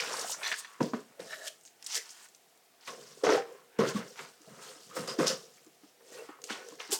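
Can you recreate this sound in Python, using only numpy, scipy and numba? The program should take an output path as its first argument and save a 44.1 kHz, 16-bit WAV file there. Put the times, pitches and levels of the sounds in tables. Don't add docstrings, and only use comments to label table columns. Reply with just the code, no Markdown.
import sys
import numpy as np
from scipy import signal
from scipy.fft import rfft, irfft
from scipy.io import wavfile
from scipy.ndimage import uniform_filter1d
from numba import njit

SR = 44100
rng = np.random.default_rng(int(sys.argv[2]) if len(sys.argv) > 2 else 0)


def ratio_of_db(decibels):
    return 10 ** (np.asarray(decibels, float) / 20)


def transcribe(signal):
    frames = np.atleast_2d(signal).T
    limited = np.clip(frames, -1, 1)
    pcm = np.round(limited * 32767).astype(np.int16)
    wavfile.write(sys.argv[1], SR, pcm)


N = 308259


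def unit(x):
    return x / np.sqrt(np.mean(x ** 2))


def band(x, low_hz, high_hz):
    return signal.sosfilt(signal.butter(2, [low_hz, high_hz], "band", fs=SR, output="sos"), x)


def ring(x, hz, width_hz):
    return signal.lfilter(*signal.iirpeak(hz, hz / width_hz, fs=SR), x)


@njit
def svf(x, hz, q):
    y = np.empty(len(x))
    band_state, low_state, damping = 0., 0., 1 / q
    for i in range(len(x)):
        g = np.tan(np.pi * hz[i] / SR)
        v = (band_state + g * (x[i] - low_state)) / (1 + g * (g + damping))
        band_state = 2 * v - band_state
        low_state += 2 * g * v
        y[i] = damping * v
    return y


def modes_of(force, modes):
    out = 0
    for k, (hz, width_hz, db) in enumerate(modes):
        out = out + (-1) ** k * ratio_of_db(db) * ring(force, hz, width_hz) / np.sqrt(width_hz)
    return out


def body(force, modes, peak_hz, q, peak_db):
    moving = svf(svf(force, peak_hz, q), peak_hz, q) / np.sqrt(peak_hz / q)
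    return modes_of(force, modes) + ratio_of_db(peak_db) * moving


def clicks(rate_hz, spread_db):
    hit = rng.random(N) < rate_hz / SR
    sign = rng.standard_normal(N)
    size = np.minimum(rng.exponential(size=N), 4.5)
    return unit(hit * sign * ratio_of_db(spread_db * size))


def flicker(rate_hz):
    hold = max(int(SR / rate_hz), 1)
    return uniform_filter1d(np.repeat(rng.standard_normal(N // 50), hold)[:N], hold)


def strike(level_db, rate_hz, spread_db, uneven_db):
    return clicks(rate_hz, spread_db) * ratio_of_db(level_db + uneven_db * flicker(70))


def moves(table, settle_db, rest_db, rest_trait):
    settle_s = 0.54
    blow_s = .025
    curve, stop = 1.39, 1.88
    start_s, rise_s, fall_s, level_db, trait = np.transpose(table)[:, :, None]
    t = np.arange(0, N, 32) / SR
    rise_s, fall_s = np.maximum(rise_s, .001), np.maximum(fall_s, .01)
    early_s, late_s = np.maximum(start_s - t, 0), np.maximum(t - start_s, 0)
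    top = ratio_of_db(2 * (level_db - 20 * (early_s / rise_s) ** curve))
    fall_curve = np.where(rise_s < blow_s, curve, stop)
    move = top * ratio_of_db(-2 * 20 * (late_s / fall_s) ** fall_curve)
    calm = top * ratio_of_db(2 * (settle_db - 20 * late_s / settle_s))
    quiet = calm.sum(axis=0) + ratio_of_db(2 * rest_db)
    total = move.sum(axis=0) + quiet
    mean_trait = ((move * trait).sum(axis=0) + quiet * rest_trait) / total
    return [np.interp(np.arange(N) / SR, t, c) for c in (10 * np.log10(total), mean_trait)]


def swells(table, tone, q):
    out, t = np.zeros(N + SR), np.arange(SR // 5) / SR
    chance = rng.standard_normal((len(table), len(t)))
    for (start_s, swell_s, db, hz), noise in zip(table, chance):
        u = t / max(swell_s, .001)
        clear = np.sin(2 * np.pi * hz * t)
        rough = unit(ring(ring(noise, hz, hz / q), hz, hz / q))
        out[int(start_s * SR):][:len(t)] += ratio_of_db(db) * u * np.exp(1 - u) * (tone * clear + (1 - tone) * rough)
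    return out[:N]


def snaps(table, cycles, tail_share, tail_t60_s):
    out, t = np.zeros(N + SR), np.arange(SR // 10) / SR
    chance = rng.standard_normal((len(table), len(t)))
    for (start_s, db, hz), noise in zip(table, chance):
        snap = np.sin(2 * np.pi * hz * t) * np.exp(-t * hz / cycles) * (1 - np.exp(-t * hz / 0.66))
        tail = unit(ring(ring(noise, hz, 1.9 * hz), hz, 1.9 * hz)) * ratio_of_db(-60 * t / tail_t60_s)
        out[int(start_s * SR):][:len(t)] += ratio_of_db(db) * (snap + tail_share * tail)
    return band(out[:N], 710, 8700)


def strokes():
    # start_s, rise_s per 20 dB, fall_s per 20 dB, level_db, strongest ring_hz
    foam_rubs = [(0.0, .1, 0.09, -32, 1960), (.17, 8, 0.14, -39, 1200), (.33, 3.1, 0, -52, 1430),
                 (.475, 0.11, 0.06, -32, 1970), (.525, 0, -1.5, -26, 1980), (.58, 1, 0.38, -51.5, 990),
                 (.805, .003, .1, -41, 990), (.934, .003, .09, -46, 950), (1.195, -0.1, 0.15, -49.5, 1570),
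                 (1.33, 0.04, 0.0048, -40.5, 1730), (1.4, 0.3, -0.07, -61, 1800),
                 (1.48, 0.45, -0.04, -49.5, 1800), (1.97, 0.13, -0.12, -42, 2130),
                 (2.12, 0.4, -0.35, -59, 1730), (2.26, 0.5, -0.53, -55.5, 1640)]
    card_rubs = [(2.873, 0.0081, .09, -40, 1035), (2.82, .03, 0.16, -57, 1800),
                 (3.0, 0.23, 0.38, -57.5, 970), (3.238, 0.0027, 0.15, -32.5, 1080),
                 (3.309, 0.063, 0.13, -30.5, 1317), (3.52, 0.15, 0.13, -56, 965),
                 (3.788, 0.0022, 0.15, -30.5, 1120), (3.89, .14, .05, -37, 1400),
                 (3.97, 0.039, 0.12, -41, 1305), (4.195, 0.061, 0.12, -41.5, 1820),
                 (4.66, 0.31, 0.22, -52, 1216), (4.966, 0.0055, 0.12, -37.5, 1190),
                 (4.932, 0.068, 0.076, -51, 1130), (5.09, 0.032, 0.081, -41, 1086),
                 (5.19, 0.0025, 0.16, -32.5, 1140), (5.299, 0.14, 0.044, -38, 1250),
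                 (6.18, 0.14, 0.19, -50, 1800), (6.288, 0.0028, 0.12, -49.5, 1070),
                 (6.5, 0.023, 0.15, -36, 1770), (6.72, 0.34, 0.065, -58.5, 1140),
                 (6.798, 0.013, 0.11, -41.5, 2260), (6.94, 0.06, 0.032, -38, 770)]
    return moves(foam_rubs + card_rubs, settle_db=-28.0, rest_db=-75.0, rest_trait=1170)


def grains(spectrum, level_db, rate_hz, q, patch_db):
    hz, db = np.transpose(spectrum)
    out, power, shared = 0, 0, flicker(90)
    for f in np.geomspace(hz[0], hz[-1], num=6):
        weight = ratio_of_db(np.interp(np.log(f), np.log(hz), db))
        force = strike(level_db + 1.48 * shared + patch_db * flicker(14), rate_hz, 1.76, 0.33)
        out = out + weight * ring(ring(force, f, f / q), f, f / q)
        power += weight ** 2 * f / q / SR
    return out / np.sqrt(power)


def crackle():
    # start_s, rise_s per 20 dB, fall_s per 20 dB, level_db, sheen_db above it
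    foam_bursts = [(0.0, .1, 0.04, -34, -10), (.12, 1, 0.22, -41, -6), (.2, 0.2, 0.12, -44.5, 1.5),
                   (.32, .08, 0.0145, -37, -0.5), (.431, .003, .3, -46, -6), (.475, 0, 0, -30, -9),
                   (.53, -0.5, 0.09, -43.5, -22), (.6, 0.27, 0.02, -47, 10), (.806, -0.5, 0.15, -47, -5),
                   (.934, -0.7, 0.15, -54.5, -5), (1.195, .003, .3, -54, -4),
                   (1.32, 0.1, 0.24, -50.5, -3.5), (1.48, 0.06, 0, -39, -5), (1.65, -1.04, -1, -62, -1),
                   (1.864, -0.04, -0.01, -30.5, -7), (1.97, 0.0961, 0.03, -30, -8.5),
                   (2.13, 0.2, 0, -53.5, -5), (2.24, 0.5, 0.05, -55.5, -3.5), (2.36, 0, -0.52, -62.5, 4)]
    card_bursts = [(2.81, .005, 0.22, -58, -12.5), (2.877, 0.038, 0.088, -45.5, -5),
                   (3.0, 0.18, 0.64, -56, -3.5), (3.237, 0.0019, 0.13, -34.5, -15.5),
                   (3.33, 0.068, 0.091, -37, -10), (3.788, 0.0021, 0.11, -40.5, -7.5),
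                   (3.891, 0.055, 0.035, -38, -5.5), (3.968, 0.051, 0.062, -43, -5),
                   (4.08, 0.12, 0.11, -55, -1.5), (4.498, 0.16, 0.63, -60.5, -2),
                   (4.189, 0.064, 0.19, -51.5, -5), (4.631, 0.041, 0.21, -49.5, -4),
                   (4.87, 0.21, 0.4, -58.5, -2), (4.96, 0.019, 0.15, -42.5, -3.5),
                   (5.076, 0.0033, 0.1, -37.5, -7), (5.19, 0.011, 0.25, -39, -7),
                   (5.269, 0.0086, 0.075, -28, -9), (5.304, 0.077, 0.053, -32.5, -14),
                   (5.56, 0.025, .06, -62.5, -3), (5.88, 0.16, 0.072, -65, -8),
                   (6.14, 0.13, 0.2, -54, -2.5), (6.44, .004, .35, -50, -6),
                   (6.498, 0.0051, 0.098, -39, -11.5), (6.69, 0.089, 0.18, -56, -3.5),
                   (6.799, 0.0069, 0.17, -46, -13.5), (6.928, 0.017, 0.051, -27.5, -0.5)]
    # pitch_hz, density_db per Hz
    large_spectrum = [(2800, 0), (3400, -0.5), (4200, -1.5)]
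    foam_spectrum = [(4400, -2), (5000, 2), (5900, 1.5), (6800, -6.5)]
    film_spectrum = [(7200, 1), (8300, 0.5), (9500, -12.5), (11000, -9), (13000, -14), (15500, -17)]
    level_db, sheen_db = moves(foam_bursts + card_bursts, settle_db=-28.5, rest_db=-75.0, rest_trait=-1.4)
    stroke_db = strokes()[0]
    large_db = level_db + 0.21 * (stroke_db - level_db)
    large = ratio_of_db(-13) * grains(large_spectrum, large_db, 800, 4.1, 0.69)
    foam = ratio_of_db(-10) * grains(foam_spectrum, level_db, 1000, 6.0, 2.1)
    film = ratio_of_db(-7.5) * grains(film_spectrum, level_db + sheen_db, 2000, 3.35, 2.1)
    return large + foam + film


def rub():
    # mode_hz, width_hz, level_db
    face_modes = [(694, 210, -5.5), (951, 210, -0.5), (1080, 115, -0.5), (1455, 170, -2), (1500, 41, -2),
                  (1800, 460, -2), (2130, 55, -4.5), (2550, 1200, 0)]
    # (mode_hz, width_hz, level_db)
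    dragged = [
        (0.428, 0.682, [(1800, 32, -2), (2550, 61, -11), (3500, 59, -7), (4180, 43, -9), (4680, 24, -11), (5970, 130, -4)]),
        (1.27, 1.52, [(651, 18, -3), (1315, 54, -9), (1756, 59, 5), (2970, 160, -7.5), (3920, 65, -5), (5300, 130, -24)]),
    ]
    level_db, peak_hz = strokes()
    force, t = strike(level_db, 1800, 1.5, 0.22), np.arange(N) / SR
    held = [uniform_filter1d(1. * ((t > a) & (t < b)), size=600) for a, b, _ in dragged]
    free = force * (1 - 0.42 * sum(held))
    faces = band(body(free, face_modes, peak_hz, 4.2, 4.15), 610, 2550)
    peanut = 0
    for hold, (_, _, modes) in zip(held, dragged):
        damped = [(hz, 1.2 * width_hz, db) for hz, width_hz, db in modes]
        peanut = peanut + modes_of(force * hold, damped)
    return ratio_of_db(28.5) * faces + ratio_of_db(32.0) * band(peanut, 510, 6500)


def scuffs():
    # start_s, swell_s, peak_db, pitch_hz
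    scuff_events = [(.0, 0.0012, -29, 2400), (.007, 0.0016, -37, 1800), (.022, 0.0015, -37, 2620),
                    (.06, 0.004, -41, 2580), (.076, 0.0023, -39, 2620), (.128, 0.0044, -37.5, 5660),
                    (.14, 0.0059, -46, 1500), (.166, 0.002, -37, 4800), (.189, .004, -37, 5500),
                    (.21, 0.0031, -34, 5800), (.283, 0.0019, -42, 5000), (.294, 0.0038, -39, 5200),
                    (.316, 0.011, -36, 5940), (.342, 0.0029, -41, 1400), (.45, 0.0036, -46, 1920),
                    (.463, 0.0036, -43, 1920), (.464, 0.0046, -37, 3900), (.479, 0.0035, -38, 2010),
                    (.505, 0.002, -45, 7460), (.517, 0.0036, -32.5, 2550), (.539, 0.0021, -34, 1740),
                    (1.322, 0.01, -42.5, 1730), (1.472, 0.0053, -41, 3210), (1.634, 0.0023, -59, 7460),
                    (1.655, 0.0085, -53.5, 6530), (1.842, 0.0033, -46.5, 7100), (1.865, 0.0034, -40, 8050),
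                    (1.95, 0.017, -43, 1954), (2.103, 0.0027, -47, 6460), (3.267, 0.0023, -36, 2170),
                    (3.323, 0.0028, -30.5, 1910), (4.966, 0.0027, -40, 1170), (5.078, 0.0025, -47, 5550),
                    (5.277, 0.0021, -23, 5400), (5.57, 0.0066, -60.5, 2020), (6.288, 0.002, -46, 1110),
                    (6.503, 0.0022, -36, 1500), (6.51, 0.01, -41, 3000), (6.8, 0.0028, -36.5, 2940)]
    return swells(scuff_events, tone=0.36, q=2.2)


def walls():
    # start_s, rise_s per 20 dB, fall_s per 20 dB, level_db, strongest wall resonance_hz
    shoves = [(0.0, -2.2, 0.5, -47.5, 440), (.15, 0.2, 0.13, -41.5, 525), (.27, 0, 0.4, -56, 685),
              (.51, 0.2, 0.04, -49.5, 610), (.805, .003, .085, -30, 520), (.934, .003, .07, -37, 400),
              (1.195, .003, .14, -47, 520), (1.43, 0.43, 0.11, -53.5, 624), (1.98, 0.06, 0, -48.5, 512),
              (2.875, -0.16, 0.27, -46, 506), (3.17, -0.01, 0, -49, 440), (3.237, 0.0132, 0.1, -26.5, 437),
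              (3.33, 0.0869, 0.0839, -29, 437), (3.385, .05, .03, -36, 500), (3.788, .003, .16, -29, 450),
              (3.89, .12, .05, -38, 430), (3.55, 0.27, -0.1, -50.5, 480), (3.97, -0.34, 0.18, -42, 480),
              (4.2, 0, 0.16, -50.5, 480), (4.49, 0.1, 0.55, -55, 513), (4.69, 0.05, 0.15, -57, 512),
              (4.963, 0.06, 0.43, -44.5, 516), (5.077, 0.04, 0.28, -44, 510), (5.189, .003, .15, -26, 500),
              (5.86, -0.1, -0.6, -59, 450), (6.14, 0.5, .1, -73, 453), (6.2, 0.19, 0.05, -45, 470),
              (6.62, 0.3, 1, -65, 480), (6.5, 0.2, 0.5, -51, 460), (6.92, -0.11, 0, -38.5, 404)]
    # start_s, fall_s per 20 dB, level_db
    thuds = [(0.0, 0.52, -54.5), (0.511, -0.17, -51.5), (0.804, 0.0429, -25), (0.932, -0.0236, -36.5),
             (1.194, 0.17, -52.5), (2.082, 0, -56), (2.874, 0.24, -54), (3.0, 0.55, -63.5),
             (3.237, 0.19, -43.5), (3.36, 0, -35), (3.787, 0.13, -27), (3.947, 0.1, -35.5),
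             (4.2, 0.16, -56), (4.47, 0.43, -58), (4.852, 1.05, -60.5), (4.961, 0.14, -39),
             (5.077, 0.08, -45), (5.19, 0.1347, -29.5), (6.12, 0.5, -65), (6.5, 0.5, -66),
             (6.7, 0.1, -57.5), (6.901, 0, -55)]
    # mode_hz, width_hz, level_db
    wall_modes = [(274.4, 46, -13), (383, 82, -5.5), (417, 31, -0.5), (443, 34, -3.5), (480, 96, -3.5),
                  (516, 125, -1), (631, 42, -5), (735, 28.4, -17.5)]
    deep_modes = [(117.7, 11, -32), (148.5, 38, -1), (192, 27, -2.5), (249, 48, -1)]
    thud_rise_s = 0.011
    level_db, peak_hz = moves(shoves, settle_db=-27.0, rest_db=-78, rest_trait=476)
    heavy = [(start_s, thud_rise_s, fall_s, db, 0) for start_s, fall_s, db in thuds]
    deep_db = moves(heavy, settle_db=-35, rest_db=-83.5, rest_trait=0)[0]
    skin = body(strike(level_db, 1500, 1.5, 1.2), wall_modes, peak_hz, 4.0, 5.3)
    deep = modes_of(strike(deep_db, 400, 0.91, 0.56), deep_modes)
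    return ratio_of_db(33) * band(skin, 226, 890) + ratio_of_db(33.0) * band(band(deep, 105, 320), 89, 400)


def hiss():
    # freq_hz, density_db per Hz
    spectrum = [(18, -51), (30, -13), (145, -11.5), (398, -3), (443, -0.5), (548, -9.5), (696, 1.5),
                (984, -11), (1100, -16.5), (1920, -8.5), (6190, -14.5), (16200, -16), (17500, -19)]
    level_db = -69.5
    hz, db = np.transpose(spectrum)
    f = np.arange(N // 2 + 1) * SR / N + 1
    shape = ratio_of_db(np.interp(np.log(f), np.log(hz), db))
    return ratio_of_db(level_db) * unit(irfft(rfft(rng.standard_normal(N)) * shape, N))


def slips():
    # start_s, swell_s, peak_db, pitch_hz
    slip_events = [(.109, 0.0021, -36.5, 610), (.14, 0.0011, -29.5, 1030), (.195, 0.0015, -37, 556),
                   (.245, 0.0018, -29.5, 720), (.296, 0.0011, -33, 920), (.31, 0.0037, -37.5, 690),
                   (.794, 0.0043, -52, 460), (.805, 0.003, -27, 948), (.806, 0.0026, -31, 550),
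                   (.826, 0.0072, -27.5, 544), (.836, 0.0055, -35, 252), (.858, 0.0043, -38, 298),
                   (.935, 0.0017, -27, 1000), (.958, 0.0066, -38, 244), (3.365, 0.0026, -32, 503),
                   (3.372, 0.0076, -30.5, 785), (3.397, 0.0034, -28, 506), (3.79, 0.0035, -19.5, 224),
                   (3.858, 0.0039, -27, 457), (3.87, 0.0061, -26.5, 393), (3.96, 0.0059, -38.5, 1140),
                   (3.99, 0.0029, -33, 213), (4.997, 0.009, -34, 492), (5.222, 0.0047, -28, 406),
                   (5.243, 0.0054, -29, 480), (5.258, 0.004, -33, 523), (5.298, 0.008, -33, 521),
                   (6.12, 0.0021, -51, 320), (6.388, 0.0017, -53, 1000), (6.439, 0.0012, -45, 396),
                   (6.683, 0.004, -44, 460), (6.724, 0.004, -48, 308), (6.29, 0.0036, -46, 297),
                   (6.722, 0.0018, -51, 1050), (6.94, 0.012, -43, 892)]
    return swells(slip_events, tone=0.68, q=5.5)


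def ticks():
    # start_s, peak_db, pitch_hz
    film_ticks = [(0.829, -27.5, 5100), (1.2027, -36, 3840), (1.6114, -44.5, 7100), (1.6521, -38, 6540),
                  (1.6765, -43.5, 3940), (1.8257, -32, 5200), (1.8637, -30, 5170), (1.9532, -18.5, 4600),
                  (2.0577, -41, 5360), (2.0924, -36, 5820), (2.287, -43, 7500), (2.3486, -39, 6300),
                  (2.575, -47.5, 7350), (3.8888, -27, 6000), (4.1114, -56, 5410), (4.4179, -43, 6830),
                  (4.725, -57, 7000), (4.833, -44, 7500), (5.0784, -32, 4860), (5.2704, -15.5, 5600),
                  (5.485, -57, 8000), (5.6466, -45, 7340), (5.665, -47, 7000), (6.4178, -36, 6540),
                  (6.4403, -23.5, 6340), (6.687, -36, 6500), (6.755, -46, 7440), (6.876, -40, 8000),
                  (6.907, -29, 7850), (6.9132, -21, 8140), (6.9197, -16.5, 7400), (6.987, -34, 7000)]
    # start_s, peak_db, pitch_hz
    taps = [
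        (0.4314, -25, 2480),
        (0.5157, -20.5, 1800),
        (0.6466, -32.5, 1800),
        (1.4728, -41, 1800),
        (2.8759, -30.5, 2480),
        (3.2909, -19.5, 1500),
        (4.1919, -30, 1580),
    ]
    film = snaps(film_ticks, 2.2, .15, .025)
    return ratio_of_db(2.0) * film + ratio_of_db(-5.5) * snaps(taps, 4.4, 0.38, 0.07)


def strays():
    # start_s, peak_db, pitch_hz
    stray_ticks = [
        (.735, -45, 7000),
        (1.005, -44, 7500),
    ]
    return snaps(stray_ticks, 2.3, .3, .02)


def knocks():
    # start_s, peak_db, pitch_hz, hard edge_db above the peak
    blows = [(0.804, -18.5, 342, -6.5), (0.815, -24, 245, -32), (0.933, -23, 258, -4.5),
             (1.193, -34, 500, -28), (3.235, -16.5, 434, -46), (3.265, -14.5, 471, -3),
             (3.289, -14, 437, -2), (3.321, -13.5, 439, -17), (3.347, -14.5, 480, -10),
             (3.789, -17.5, 459, -12), (3.814, -17, 435, -24), (3.836, -23.5, 474, -7.5),
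             (3.947, -20, 201, -19), (4.191, -39, 400, -3), (4.404, -50, 299.6, -22.5),
             (4.473, -40.5, 158, -28), (4.517, -44, 152, -25), (4.761, -54.5, 303, -19),
             (4.965, -27.5, 499, -3.5), (5.075, -34.5, 538, 1.5), (5.186, -17.5, 320, -17),
             (5.21, -23, 506, -6), (5.665, -49, 328, -13), (5.833, -45, 290, -6), (6.004, -53, 466, 2.5),
             (6.188, -38, 430, -6), (6.288, -45.5, 370, 6), (6.504, -32.5, 294, 0), (6.796, -46.5, 485, 4),
             (6.892, -37, 311, -17), (6.925, -29.5, 400, -6.5)]
    out, t = np.zeros(N + SR), np.arange(SR // 4) / SR
    chance = rng.standard_normal((len(blows), 2, len(t)))
    rise = 1 - np.exp(-t / 0.0029)
    for (start_s, db, hz, edge_db), (shake, scrape) in zip(blows, chance):
        panel = np.sin(2 * np.pi * hz * t) * ratio_of_db(-60 * t / 0.073)
        neighbours = 0.39 * unit(band(shake, 0.71 * hz, 1.22 * hz)) * ratio_of_db(-60 * t / 0.095)
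        clack = unit(band(scrape, 490, 1470)) * ratio_of_db(edge_db - 3.0 - 60 * t / 0.064)
        out[int(start_s * SR):][:len(t)] += ratio_of_db(db - 3.0) * rise * (panel + neighbours + clack)
    return band(out[:N], 97, 9000)


def squeaks():
    # start_s, swell_s, peak_db, pitch_hz
    squeak_events = [(3.255, 0.0069, -29, 428), (3.30, .01, -27, 400), (3.815, .012, -27.5, 451),
                     (3.89, 0.0089, -42, 1057), (4.47, 0.011, -54, 650), (4.66, 0.009, -52, 430),
                     (4.69, 0.014, -56, 520), (4.9, .012, -54.5, 1250), (4.96, .012, -48, 5400),
                     (5.08, 0.015, -39.5, 4930), (5.2, .02, -33, 480), (6.11, 0.027, -58, 1893),
                     (6.18, 0.012, -55, 2700), (6.2, .02, -49, 468)]
    return swells(squeak_events, tone=0.59, q=12)


def room(x):
    t60_s, level_db = 0.31, -10.5
    t = np.arange(SR // 2) / SR
    noise = rng.standard_normal(len(t))
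    dull = signal.lfilter([.25], [1, -.75], noise)
    bright = 1.48 * (noise - dull)
    tail = dull * ratio_of_db(-60 * t / t60_s) + bright * ratio_of_db(-60 * t / (0.7 * t60_s))
    tail *= t > .004
    return x + ratio_of_db(level_db) * signal.fftconvolve(x, tail / np.sqrt(np.sum(tail ** 2)))[:N]


def scene():
    in_room = crackle() + rub() + scuffs() + walls() + slips() + ticks() + knocks()
    return (room(in_room) + hiss() + strays() + squeaks())[None]


def roll_off(x):
    return signal.sosfilt(signal.butter(12, 18420, fs=SR, output="sos"), x)


def record(dry):
    skew = .12
    cut = signal.sosfilt(signal.butter(2, 110, "high", fs=SR, output="sos"), dry)
    cut = signal.sosfilt(signal.ellip(8, .2, 60, 17300, fs=SR, output="sos"), cut)
    rounded = np.tanh(1.814 * (cut + skew * cut ** 2)) / 1.242
    return roll_off(rounded)


dry = scene()
out = record(dry)
transcribe(out)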